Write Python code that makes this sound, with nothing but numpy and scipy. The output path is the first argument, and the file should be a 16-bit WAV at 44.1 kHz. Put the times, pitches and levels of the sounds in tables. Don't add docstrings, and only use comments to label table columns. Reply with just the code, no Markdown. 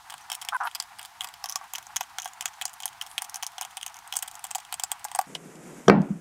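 import sys
import numpy as np
from scipy import signal
from scipy.fft import rfft, irfft
from scipy.io import wavfile

SR = 44100
rng = np.random.default_rng(int(sys.argv[2]) if len(sys.argv) > 2 else 0)


def store_wav(level_fs):
    pcm = np.round(np.clip(np.atleast_2d(level_fs), -1, 1) * 32767)
    wavfile.write(sys.argv[1], SR, pcm.T.astype(np.int16))


def linear_from_db(decibels):
    return 10 ** (np.asarray(decibels, float) / 20)


N = 273670
TIME_S = np.arange(N) / SR


def rms_one(x):
    return x / np.sqrt(np.mean(x ** 2) + 1e-20)


def band(x, low_hz, high_hz):
    limits = [low_hz, min(high_hz, 0.45 * SR)]
    return signal.sosfilt(signal.butter(2, limits, "band", fs=SR, output="sos"), x)


def lowpass(x, order, top_hz):
    return signal.sosfilt(signal.butter(order, top_hz, fs=SR, output="sos"), x)


def noise(spectrum):
    hz, db = np.transpose(spectrum)
    log_hz = np.log(np.fft.rfftfreq(N, 1 / SR) + 1)
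    level_db = np.interp(log_hz, np.log(hz), db)
    level_db = level_db - 600 * np.maximum(log_hz - np.log(hz[-1]), 0)
    return rms_one(irfft(rfft(rng.standard_normal(N)) * linear_from_db(level_db), N))


def drift(rate_hz):
    r = np.exp(-2 * np.pi * rate_hz / SR)
    wander = signal.lfilter([1], [1, -2 * r, r * r], rng.standard_normal(N + SR))
    return rms_one(wander[SR:])


def strike(times, level_db, modes, spread_db, touch_s=0.0, after_db=-54.0, after_s=0.005,
           turning=None, firm=False):
    at = (np.asarray(times) * SR).astype(int)
    luck = rng.standard_normal((len(at), len(modes)))
    grit = rng.choice([-1.0, 1.0], N + len(modes))
    if firm:
        push = np.arange(int(5 * touch_s * SR) + len(modes))
        grit[np.add.outer(at, push)] = 1

    quick = np.exp(-1 / (touch_s * SR + 1e-9))
    slow = np.exp(-1 / (after_s * SR))
    rise = np.convolve([1, -quick], [1, -quick])
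    burst = np.sqrt((1 - quick ** 2) ** 3 / (1 + quick ** 2))
    rattle = linear_from_db(after_db) * np.sqrt(1 - slow ** 2)
    force_top = burst * np.array([1, -slow, 0]) + rattle * rise
    force_bottom = np.convolve(rise, [1, -slow])

    out = np.zeros(N)
    for k, (hz, mode_db, t60) in enumerate(modes):
        hit_db = level_db + mode_db + spread_db * luck[:, k]
        if turning:
            hit_db = hit_db + turning(times, hz)
        clicks = np.full(N, 1e-18)
        np.add.at(clicks, at, linear_from_db(hit_db))
        force = signal.lfilter(force_top, force_bottom, clicks)
        if touch_s:
            force = force * grit[k:k + N]
        r = linear_from_db(-60 / (t60 * SR))
        w = 2 * np.pi * hz / SR
        out += signal.lfilter([0, np.sin(w)], [1, -2 * r * np.cos(w), r * r], force)
    return out


def scatter(x, t60, start_s):
    t = np.arange(int(0.15 * SR)) / SR
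    tail = rng.standard_normal(len(t)) * linear_from_db(-60 * t / t60) * (t > start_s)
    return signal.fftconvolve(x, tail / np.sqrt(np.sum(tail ** 2)))[:N]


def second_mic_share():
    return np.clip((TIME_S - 5.267) / 0.003, 0, 1)


# f/Hz, level/dB
HANDLING_COLOUR = [(410, -22), (700, -3), (758, -9.5), (851, -6.5), (1850, -16), (3000, -22.5), (3900, -52),
                   (6600, -120)]
# f/Hz, level/dB
FIRST_AIR_COLOUR = [(1200, -17), (2000, -27), (3200, -1.5), (4500, -2.5), (9400, -6.5), (12800, -12),
                    (15000, -12), (15800, -21)]
# f/Hz, level/dB
OPEN_AIR_COLOUR = [(30, -6), (150, 0), (400, -6), (650, -13), (2200, -20), (4300, -32), (7000, -21),
                   (14800, -28)]


def night():
    handling = linear_from_db(-49.5 + 2.0 * drift(22)) * noise(HANDLING_COLOUR)
    air = linear_from_db(-57.5 + 0.25 * drift(3.4) + 0.85 * drift(55)) * noise(FIRST_AIR_COLOUR)
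    open_air = linear_from_db(-46 + 1.5 * drift(8)) * noise(OPEN_AIR_COLOUR)
    since = TIME_S - BLOWS[0][0]
    duck_db = (-5 - 24 / (1 + np.exp((since - 0.11) / 0.011))) * (since > 0)
    share = second_mic_share()
    return (1 - share) * (handling + air) + share * open_air * linear_from_db(duck_db)


# f/Hz, level/dB
WIND_COLOUR = [(12, -62), (20, -6), (75, 3.5), (129, 2), (354, -9), (560, -14), (780, -52), (1320, -120)]
# t/s, level/dB
WIND_GUSTS = [(0.0, -76.5), (2.12, -74.5), (2.18, -77), (2.54, -73.5), (2.59, -78), (3.3, -75), (3.45, -77),
              (3.65, -77), (5.21, -74), (5.25, -69)]


def wind():
    gust_db = np.interp(TIME_S, *np.transpose(WIND_GUSTS))
    return linear_from_db(4.7 + gust_db + 2.0 * drift(13.0)) * noise(WIND_COLOUR)


# start t/s, length t/s, low f/Hz, high f/Hz, level/dB
SLEEVE_BRUSHES = [
    (3.05, .14, 8500, 11500, -55),
    (4.15, .05, 6500, 11000, -48),
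    (1.02, .06, 4000, 9000, -56),
    (3.7, .05, 5000, 10000, -58),
]


def rustles():
    grain = rng.standard_normal(N) * linear_from_db(2.7 * drift(200))
    out = np.zeros(N)
    for start, length, low_hz, high_hz, level_db in SLEEVE_BRUSHES:
        swell = np.sin(np.pi * np.clip((TIME_S - start) / length, 0, 1))
        out += linear_from_db(level_db) * swell * rms_one(band(grain, low_hz, high_hz))
    return out


# start t/s, length t/s, first f/Hz, last f/Hz, level/dB
JOINT_SQUEAKS = [
    (0.214, .02, 5600, 6600, -54),
    (0.543, .022, 9400, 11200, -45),
    (0.602, 0.018, 5800, 5800, -50.5),
    (0.634, .035, 7100, 15000, -44),
    (0.645, 0.046, 11000, 11000, -46),
]


def squeaks():
    out = np.zeros(N)
    for start, length, first_hz, last_hz, level_db in JOINT_SQUEAKS:
        part = np.clip((TIME_S - start) / length, 0, 1)
        swell = 2 * np.sqrt(part * (1 - part))
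        cycles = length * (first_hz * part + 0.5 * (last_hz - first_hz) * part ** 2)
        out += linear_from_db(level_db) * swell * np.sin(2 * np.pi * cycles)
    return out * drift(380)


# f/Hz, width f/Hz, level/dB
CREAK_MODES = [(725, 300, -3.5), (1170, 360, 1), (1330, 218, -1), (1566, 300, -8), (2330, 1200, -13.5)]
# start t/s, length t/s, first slip rate f/Hz, last slip rate f/Hz, level/dB
CREAK_DRAGS = [
    (.5232, 0.0037, 170, 170, -22),
    (.529, 0.0055, 170, 160, -20),
    (0.535, .006, 530, 520, -29),
    (0.545, 0.023, 530, 482, -22.5),
    (0.6035, 0.027, 255, 240, -23),
    (0.632, 0.013, 330, 310, -27),
    (.6455, 0.0028, 200, 207, -22),
    (0.6517, 0.023, 230, 250, -24),
    (0.673, 0.0082, 500, 430, -28.5),
]


def creak():
    attack_s, release_s = 0.0019, 0.0035
    slips_per_s, level = np.full(N, 300.0), np.zeros(N)
    for start, length, first, last, level_db in CREAK_DRAGS:
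        since = TIME_S - start
        rate = np.interp(since, [0, length], [first, last])
        slips_per_s = np.where(since >= -attack_s, rate, slips_per_s)
        shape = np.interp(since, [-attack_s, attack_s, length, length + release_s], [0, 1, 1, 0])
        sag_db = -2.5 * np.clip(since / length, 0, 2)
        level = np.maximum(level, linear_from_db(level_db + sag_db) * shape ** 2)

    uneven = 0.12 * (slips_per_s < 420)
    turns = np.cumsum(slips_per_s * linear_from_db(6.0 * uneven * drift(150)) / SR)
    for start, *_ in CREAK_DRAGS:
        i = int(start * SR)
        turns[i:] += np.ceil(turns[i]) - turns[i]
    slips = np.diff(np.floor(turns), prepend=0) * linear_from_db((1.5 + 9.0 * uneven) * drift(300))

    body = np.zeros(N)
    for k, (hz, width_hz, top_db) in enumerate(CREAK_MODES):
        r = np.exp(-np.pi * width_hz / SR)
        resonance = [1, -2 * r * np.cos(2 * np.pi * hz / SR), r * r]
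        body += (-1) ** k * linear_from_db(top_db) * signal.lfilter([1, 0, -1], resonance, slips)
    return level * rms_one(lowpass(body, 3, 2300))


# t/s, level/dB
ROCKING_PUSHES = [
    (5.909, -29),
    (5.946, -15.5),
    (5.975, -11),
    (6.001, -12.5),
    (6.04, -26),
    (6.105, -17.5),
    (6.129, -32),
    (6.154, -31),
]
# f/Hz, level/dB, 60 dB fade t/s
HOLLOW_MODES = [(167.4, -13, 0.16), (195.8, 2.5, 0.1)]


def rocking():
    push_s, push_db = np.transpose(ROCKING_PUSHES)
    return lowpass(strike(push_s, push_db, HOLLOW_MODES, spread_db=2.5), 3, 260)


# low f/Hz, high f/Hz, level/dB, 60 dB fade t/s
CASE_RUMBLE = [(145, 237, -18, 0.63), (250, 374, -21.5, 0.52), (510, 900, -17.5, 0.38),
               (1050, 1640, -34, 0.57), (1700, 2700, -41, 0.53), (3400, 5100, -38.5, 0.17),
               (5950, 9100, -39, 0.058)]


def rumble():
    since = np.maximum(TIME_S - BLOWS[0][0], 0)
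    out = np.zeros(N)
    for low_hz, high_hz, level_db, t60 in CASE_RUMBLE:
        out += rms_one(band(rng.standard_normal(N), low_hz, high_hz)) * linear_from_db(level_db - 60 * since / t60)
    return out * (1 - np.exp(-since / 0.001))


# t/s, crack level/dB, boom level/dB, wall level/dB
BLOWS = [
    (5.8811, -3.5, -17.5, -10.5),
    (5.8984, -18, -13.5, 0.5),
    (5.923, -41, -15, -19),
    (5.8836, -19, -3.5, -6),
    (6.097, -58, -51, -63),
]
# f/Hz, level/dB, 60 dB fade t/s
BOOM_MODES = [(142, -0.5, 0.12), (189, -6, 0.31), (198.6, 5, 0.23), (272, -16.5, 0.62), (317, -4, 0.13),
              (388, -1, 0.15), (456, -5.5, 0.13)]
WALL_MODES = [(540, -20, 0.053), (670, 3.5, 0.018), (730, -18, 0.02), (1060, 9, 0.0083), (1240, 4.5, 0.015),
              (1520, -7, 0.027), (2130, -19, 0.056)]
CRACK_MODES = [(3240, 7, 0.008), (4160, -5, 0.0061), (5000, 0.5, 0.0057), (5680, -2, 0.015),
               (8200, -12.5, 0.0095), (10800, -11.5, 0.0025)]
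PANEL_MODES = [(574, -3, 0.25), (714, -6, 0.087), (820, 0, 0.15), (980, -19, 0.17), (990, -18, 0.14),
               (1290, -12, 0.22), (1405, -8, 0.2), (1610, -15, 0.19), (1845, -8, 0.15), (1960, -15, 0.24),
               (2300, -10.5, 0.18), (2690, -17, 0.14)]


def knock():
    s, crack_db, boom_db, wall_db = np.transpose(BLOWS)
    boom = lowpass(strike(s + 0.00091, boom_db - 6.0, BOOM_MODES, spread_db=2.0), 2, 900)
    walls = strike(s, wall_db - 19.0, WALL_MODES, spread_db=3.5, touch_s=0.00006, firm=True)
    panels = strike(s, wall_db - 27, PANEL_MODES, spread_db=0.5, touch_s=0.00078,
                    after_db=-1.5, after_s=0.013)
    crack = strike(s, crack_db - 13.5, CRACK_MODES, spread_db=1.0, touch_s=0.00037,
                   after_db=-2.0, after_s=0.0027)
    struck = boom + band(walls, 343, 4100) + panels + band(crack, 2700, 14000)
    return struck + rocking() + rumble()


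# t/s, lower favoured f/Hz, upper favoured f/Hz, upper minus lower level/dB
TOOL_FACING = [(.1, 5030, 8300, -3), (.5, 5470, 8300, -1), (.8, 4800, 9800, -8), (1.05, 5000, 9100, -2),
               (1.3, 5000, 7850, 0.5), (1.45, 5730, 7700, -14), (1.8, 6020, 7760, -2.5),
               (2.3, 6740, 8950, -11.5), (2.85, 6850, 9100, -4.5), (3.05, 5600, 9000, 2),
               (3.22, 5700, 8930, 5), (3.4, 6200, 9300, -0.5), (3.8, 6570, 9150, 2), (4.13, 5770, 8100, -2),
               (4.17, 6400, 8200, 5), (4.6, 5000, 8100, 10.5), (5.2, 4900, 8350, 9), (5.35, 4960, 6950, -5)]


def facing_db(s, hz):
    at, *columns = np.transpose(TOOL_FACING)
    low_hz, high_hz, lean_db = [np.interp(s, at, column) for column in columns]

    def near(centre_hz):
        return np.exp(-0.5 * (np.log2(hz / centre_hz) / 0.089) ** 2)

    return (6.5 - 0.5 * lean_db) * near(low_hz) + (6.5 + 0.5 * lean_db) * near(high_hz)


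# t/s, favoured f/Hz, lift level/dB
NUT_SPOTS = [(.1, 1060, 9.5), (.4, 876, 2), (.9, 950, -2), (1.25, 1160, 12), (1.56, 1170, 13.5),
             (1.75, 1046, 7.5), (2.0, 750, 0.5), (2.26, 830, -2.5), (2.65, 760, 7.5), (2.86, 806, 5.5),
             (3.6, 870, 5.5), (4.2, 777, 5.5), (4.8, 820, 11.5), (5.2, 806, 9.5)]


def rack_spot_db(s, hz):
    at, spot_hz, lift_db = np.transpose(NUT_SPOTS)
    octaves_off = np.log2(hz / np.interp(s, at, spot_hz))
    return np.interp(s, at, lift_db) * np.exp(-0.5 * (octaves_off / 0.093) ** 2)


# t/s, then pawl, socket, rack and edge level/dB
SNAPS = [(0.3512, -29, -43, -53, -26), (0.8008, -19, -28, -30.5, -25), (1.2449, -26.5, -27, -31.5, -25),
         (1.4415, -23.5, -34, -30, -27.5), (1.558, -17.5, -35, -25, -19), (1.7831, -31, -40, -33, -28),
         (1.9666, -22, -34, -32.5, -24.5), (2.009, -21, -29.5, -19, -23.5), (2.2573, -33, -36, -24, -27),
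         (2.4572, -18, -26, -29.5, -26.5), (2.6544, -15, -36, -31, -27), (2.8567, -21.5, -30, -26.5, -18.5),
         (3.0217, -28.5, -51, -36, -30), (3.2204, -19.5, -33, -27, -18), (3.344, -23.5, -40, -35, -27.5),
         (3.432, -19, -37, -28, -35), (3.7705, -26.5, -31, -32.5, -33.5), (3.8639, -25, -32.5, -35, -26),
         (4.1637, -31, -34, -34.5, -20), (4.1685, -17, -43, -32, -19), (4.2285, -31, -40, -34.5, -23),
         (4.555, -22.5, -55, -30, -19), (5.3512, -31, -30, -66, -49), (4.2254, -24.5, -36, -40, -26)]
# t/s, then pawl, socket and rack level/dB
SEATS = [(.0996, -33, -33.5, -49), (0.1401, -32.5, -39, -32), (.3005, -27, -26, -33),
         (.3178, -24.5, -26, -29), (0.3285, -28, -34.5, -37), (0.4186, -30.5, -36, -37.5),
         (0.4876, -22, -19.5, -28), (0.6723, -32.5, -29.5, -61), (0.7499, -24.5, -25, -40),
         (0.9939, -35.5, -34, -50), (1.2086, -27.5, -24, -33.5), (1.736, -23.5, -31.5, -34.5),
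         (1.7572, -28, -34, -44), (1.9611, -22.5, -26, -32), (2.1852, -24.5, -25.5, -26),
         (2.22, -34, -41, -62), (2.409, -23, -30.5, -33.5), (2.6136, -25.5, -25, -34.5),
         (2.6214, -29.5, -31, -37), (2.8333, -34, -35.5, -37), (3.0131, -28.5, -27, -42.5),
         (3.1803, -24.5, -23.5, -36), (3.1841, -31, -34, -48), (3.3585, -25.5, -39, -36),
         (3.5821, -30.5, -31.5, -32.5), (3.6119, -22, -29, -28), (3.8301, -32, -30.5, -48),
         (4.1253, -25, -26, -34.5), (4.5124, -29, -36, -36), (1.752, -33, -31.5, -52),
         (.121, -54, -54, -36), (1.612, -58, -58, -36), (1.868, -41, -59, -37)]
# t/s, then pawl, socket and rack level/dB
PULLS = [(4.4418, -25, -39, -37), (4.4508, -39, -39, -32), (4.5581, -54, -52, -57),
         (4.583, -31.5, -45, -35.5), (4.7255, -26, -25, -31.5), (4.7417, -28, -38, -34.5),
         (4.7976, -24.5, -34, -31.5), (4.8366, -18, -29, -29), (4.917, -19, -33, -27),
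         (5.0503, -28.5, -58, -27.5), (5.1157, -33.5, -39.5, -32.5), (5.15, -27, -40, -25.5),
         (5.1584, -26.5, -54, -24.5), (5.1898, -19.5, -29.5, -16.5), (5.2134, -29, -46, -28.5)]
# t/s, pawl level/dB
TEETH = [(.1046, -31.5), (.3465, -33), (.5657, -38), (.6459, -47), (.6521, -52), (1.0291, -35),
         (1.0573, -35), (1.489, -32), (1.4966, -27.5), (1.503, -31.5), (1.5146, -34.5), (1.5242, -31.5),
         (1.8274, -40), (2.2458, -33.5), (2.2507, -39), (2.7381, -36.5), (2.803, -30), (2.8884, -41),
         (3.0713, -38), (3.2966, -33.5), (3.4665, -29), (3.4748, -38), (4.0763, -37.5), (4.1557, -27),
         (4.1896, -30), (4.2775, -31), (4.3539, -35.5), (4.4679, -38), (4.6044, -48), (5.0442, -28)]
# t/s, pawl level/dB
CHATTER = [(.1244, -40), (.3356, -36), (.4247, -34.5), (.4497, -34.5), (.9872, -38), (1.0146, -36),
           (1.2178, -34.5), (1.2259, -39), (1.2367, -36), (1.4586, -32), (1.4865, -47), (2.1999, -36),
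           (2.2246, -45), (2.2312, -43), (2.2769, -36), (2.4241, -36), (.7545, -27), (2.8239, -38),
           (3.4265, -29), (3.443, -38), (3.6211, -32), (3.6295, -37), (3.644, -49), (3.6501, -34),
           (3.7766, -39), (3.8265, -43), (4.1384, -32.5), (4.508, -34.5), (3.3685, -37), (5.0849, -44)]
# t/s, pawl level/dB
RATTLES = [(.1807, -40.5), (.211, -44), (.544, -48), (.6354, -43), (1.0502, -35), (1.2881, -37.5),
           (1.3398, -35.5), (1.6415, -44), (2.0975, -49), (2.3345, -42.5), (2.5393, -51), (2.6949, -42),
           (2.9302, -42.5), (3.0648, -35.5), (3.1143, -39.5), (3.2928, -50), (3.5195, -43.5),
           (3.7095, -42.5), (3.8129, -37), (3.9435, -43), (3.9677, -42), (3.9892, -41), (4.3136, -37),
           (4.3379, -49), (4.3434, -42), (4.3937, -40), (4.6503, -42), (4.8222, -47), (5.0008, -55)]
# t/s, pawl level/dB
REBOUNDS = [(.4152, -30.5), (.6607, -46), (.6652, -40), (.7133, -42), (.8245, -31.5), (.8381, -45),
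            (1.2729, -37), (1.5725, -41), (1.5893, -48), (2.031, -41), (2.037, -40), (2.2858, -45),
            (2.4176, -43), (2.4796, -41), (2.485, -38), (2.534, -46.5), (2.6703, -57), (2.680, -35.5),
            (2.7325, -41), (2.8791, -34), (3.0375, -44), (3.2142, -46), (3.244, -36), (3.2476, -33),
            (3.7056, -54), (3.8222, -49), (3.8797, -39), (3.898, -47), (3.9588, -45), (4.143, -45),
            (4.2608, -45), (4.281, -33), (4.5498, -26.5), (4.5886, -42), (4.6011, -41), (4.9954, -46),
            (5.349, -36), (5.3535, -29), (6.0185, -44), (5.367, -44), (5.5556, -46)]
# socket, rack and edge level/dB
TOOTH_SHARES = (-12.5, -12, -0.53)
CHATTER_SHARES = (-5, -4.4, 0.7)
RATTLE_SHARES = (-7.5, -10, -2.5)


def contacts():
    rows = list(SNAPS)
    rows += [(*seat, seat[1] - 3) for seat in SEATS]
    rows += [(*pull, pull[1] - 0.5) for pull in PULLS]
    grazes = [(hit[0] - 0.002, hit[1] - 22.5) for hit in list(SNAPS) + list(PULLS)]
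    loose = list(RATTLES) + list(REBOUNDS) + grazes
    for events, shares in [(TEETH, TOOTH_SHARES), (CHATTER, CHATTER_SHARES), (loose, RATTLE_SHARES)]:
        rows += [(s, db, *(db + np.array(shares))) for s, db in events]
    return np.transpose(rows)


def spikes(s, pawl_db):
    clicks = np.zeros(N)
    np.add.at(clicks, (s * SR).astype(int), linear_from_db(-29 + 1.35 * (pawl_db + 31)))
    echo_path_m, sound_m_per_s = 0.039, 343
    echo = 0.75 * np.roll(clicks, round(echo_path_m / sound_m_per_s * SR))
    return band(clicks + echo, 2050, 17600)


# f/Hz, level/dB, 60 dB fade t/s
PAWL_MODES = [(4580, -10.5, 0.0095), (4900, -7.5, 0.0078), (5470, -5.5, 0.0066), (5982, -2.5, 0.0045),
              (6377, -1, 0.0047), (6830, -3, 0.0052), (7326, -0.5, 0.0056), (7750, -1, 0.0053),
              (8300, -4, 0.0055), (8680, 0, 0.0035)]
EDGE_MODES = [(9740, 2.5, 0.0066), (10220, 8.5, 0.0028), (12000, 5, 0.0032), (13750, -4, .004),
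              (13800, -7, 0.01), (14840, 2.5, 0.0032), (15900, -7, 0.0039)]
SOCKET_MODES = [(2674, -14.5, 0.032), (2943, -32, 0.023), (3145, 6, 0.0067), (3287, -0.5, 0.013),
                (3570, -2, 0.0063)]
RACK_MODES = [(760.3, 7, 0.022), (842, -10, 0.055), (970, 7.5, 0.013), (1136, -5.5, 0.059),
              (1440, 0, 0.019), (1600, -4.5, 0.05), (1990, 7.5, 0.0075)]


def ratchet():
    s, pawl_db, socket_db, rack_db, edge_db = contacts()
    touch = s - 0.0003
    pawl = strike(touch, pawl_db + 0.5, PAWL_MODES, spread_db=2.0, touch_s=0.000086,
                  after_db=-6.5, after_s=0.0063, turning=facing_db)
    edge = strike(touch, edge_db - 4.0, EDGE_MODES, spread_db=1.0, touch_s=0.000089,
                  after_db=-7.0, after_s=0.0036, turning=facing_db)
    socket = strike(touch, socket_db - 3.5, SOCKET_MODES, spread_db=4.0, touch_s=0.00022,
                    after_db=-1.0, after_s=0.0061)
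    thud = strike(s + 0.00121, rack_db - 20.5, RACK_MODES, spread_db=3.5, touch_s=0.00009,
                  after_db=-2.5, after_s=0.011, turning=rack_spot_db, firm=True)
    steel = band(pawl, 4620, 8700) + band(edge, 8400, 21000) + band(socket, 840, 4200)
    reflections = linear_from_db(-13.5) * scatter(steel, 0.039, 0.0024)
    return steel + band(thud, 473, 3900) + spikes(s, pawl_db) + reflections


def scene():
    return (night() + rustles() + squeaks() + creak() + knock() + ratchet())[None]


def bass_cut(x, cut_hz):
    return signal.sosfiltfilt(signal.cheby1(4, 0.5, cut_hz, "high", fs=SR, output="sos"), x)


def top_cut(x):
    return signal.sosfilt(signal.butter(12, 17140, fs=SR, output="sos"), x)


def record(dry):
    loud = np.clip(dry, -1.3, 1.3)
    windy = bass_cut(loud, 772.4) + linear_from_db(-25.0) * band(loud, 223, 517) + wind()
    calm = bass_cut(loud, 150) + linear_from_db(-16.0) * band(loud, 21, 65) + linear_from_db(-25) * band(loud, 75, 110)
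    calm = np.clip(lowpass(calm, 2, 10000), -0.95, 0.95)
    calm = signal.sosfilt(signal.cheby2(8, 40, 16000, fs=SR, output="sos"), calm)
    share = second_mic_share()
    mixed = (1 - share) * windy + share * calm
    mixed = signal.sosfilt(signal.cheby2(10, 50, 17200, fs=SR, output="sos"), mixed)
    return top_cut(np.clip(mixed, -1, 1))


dry = scene()
out = record(dry)
store_wav(out)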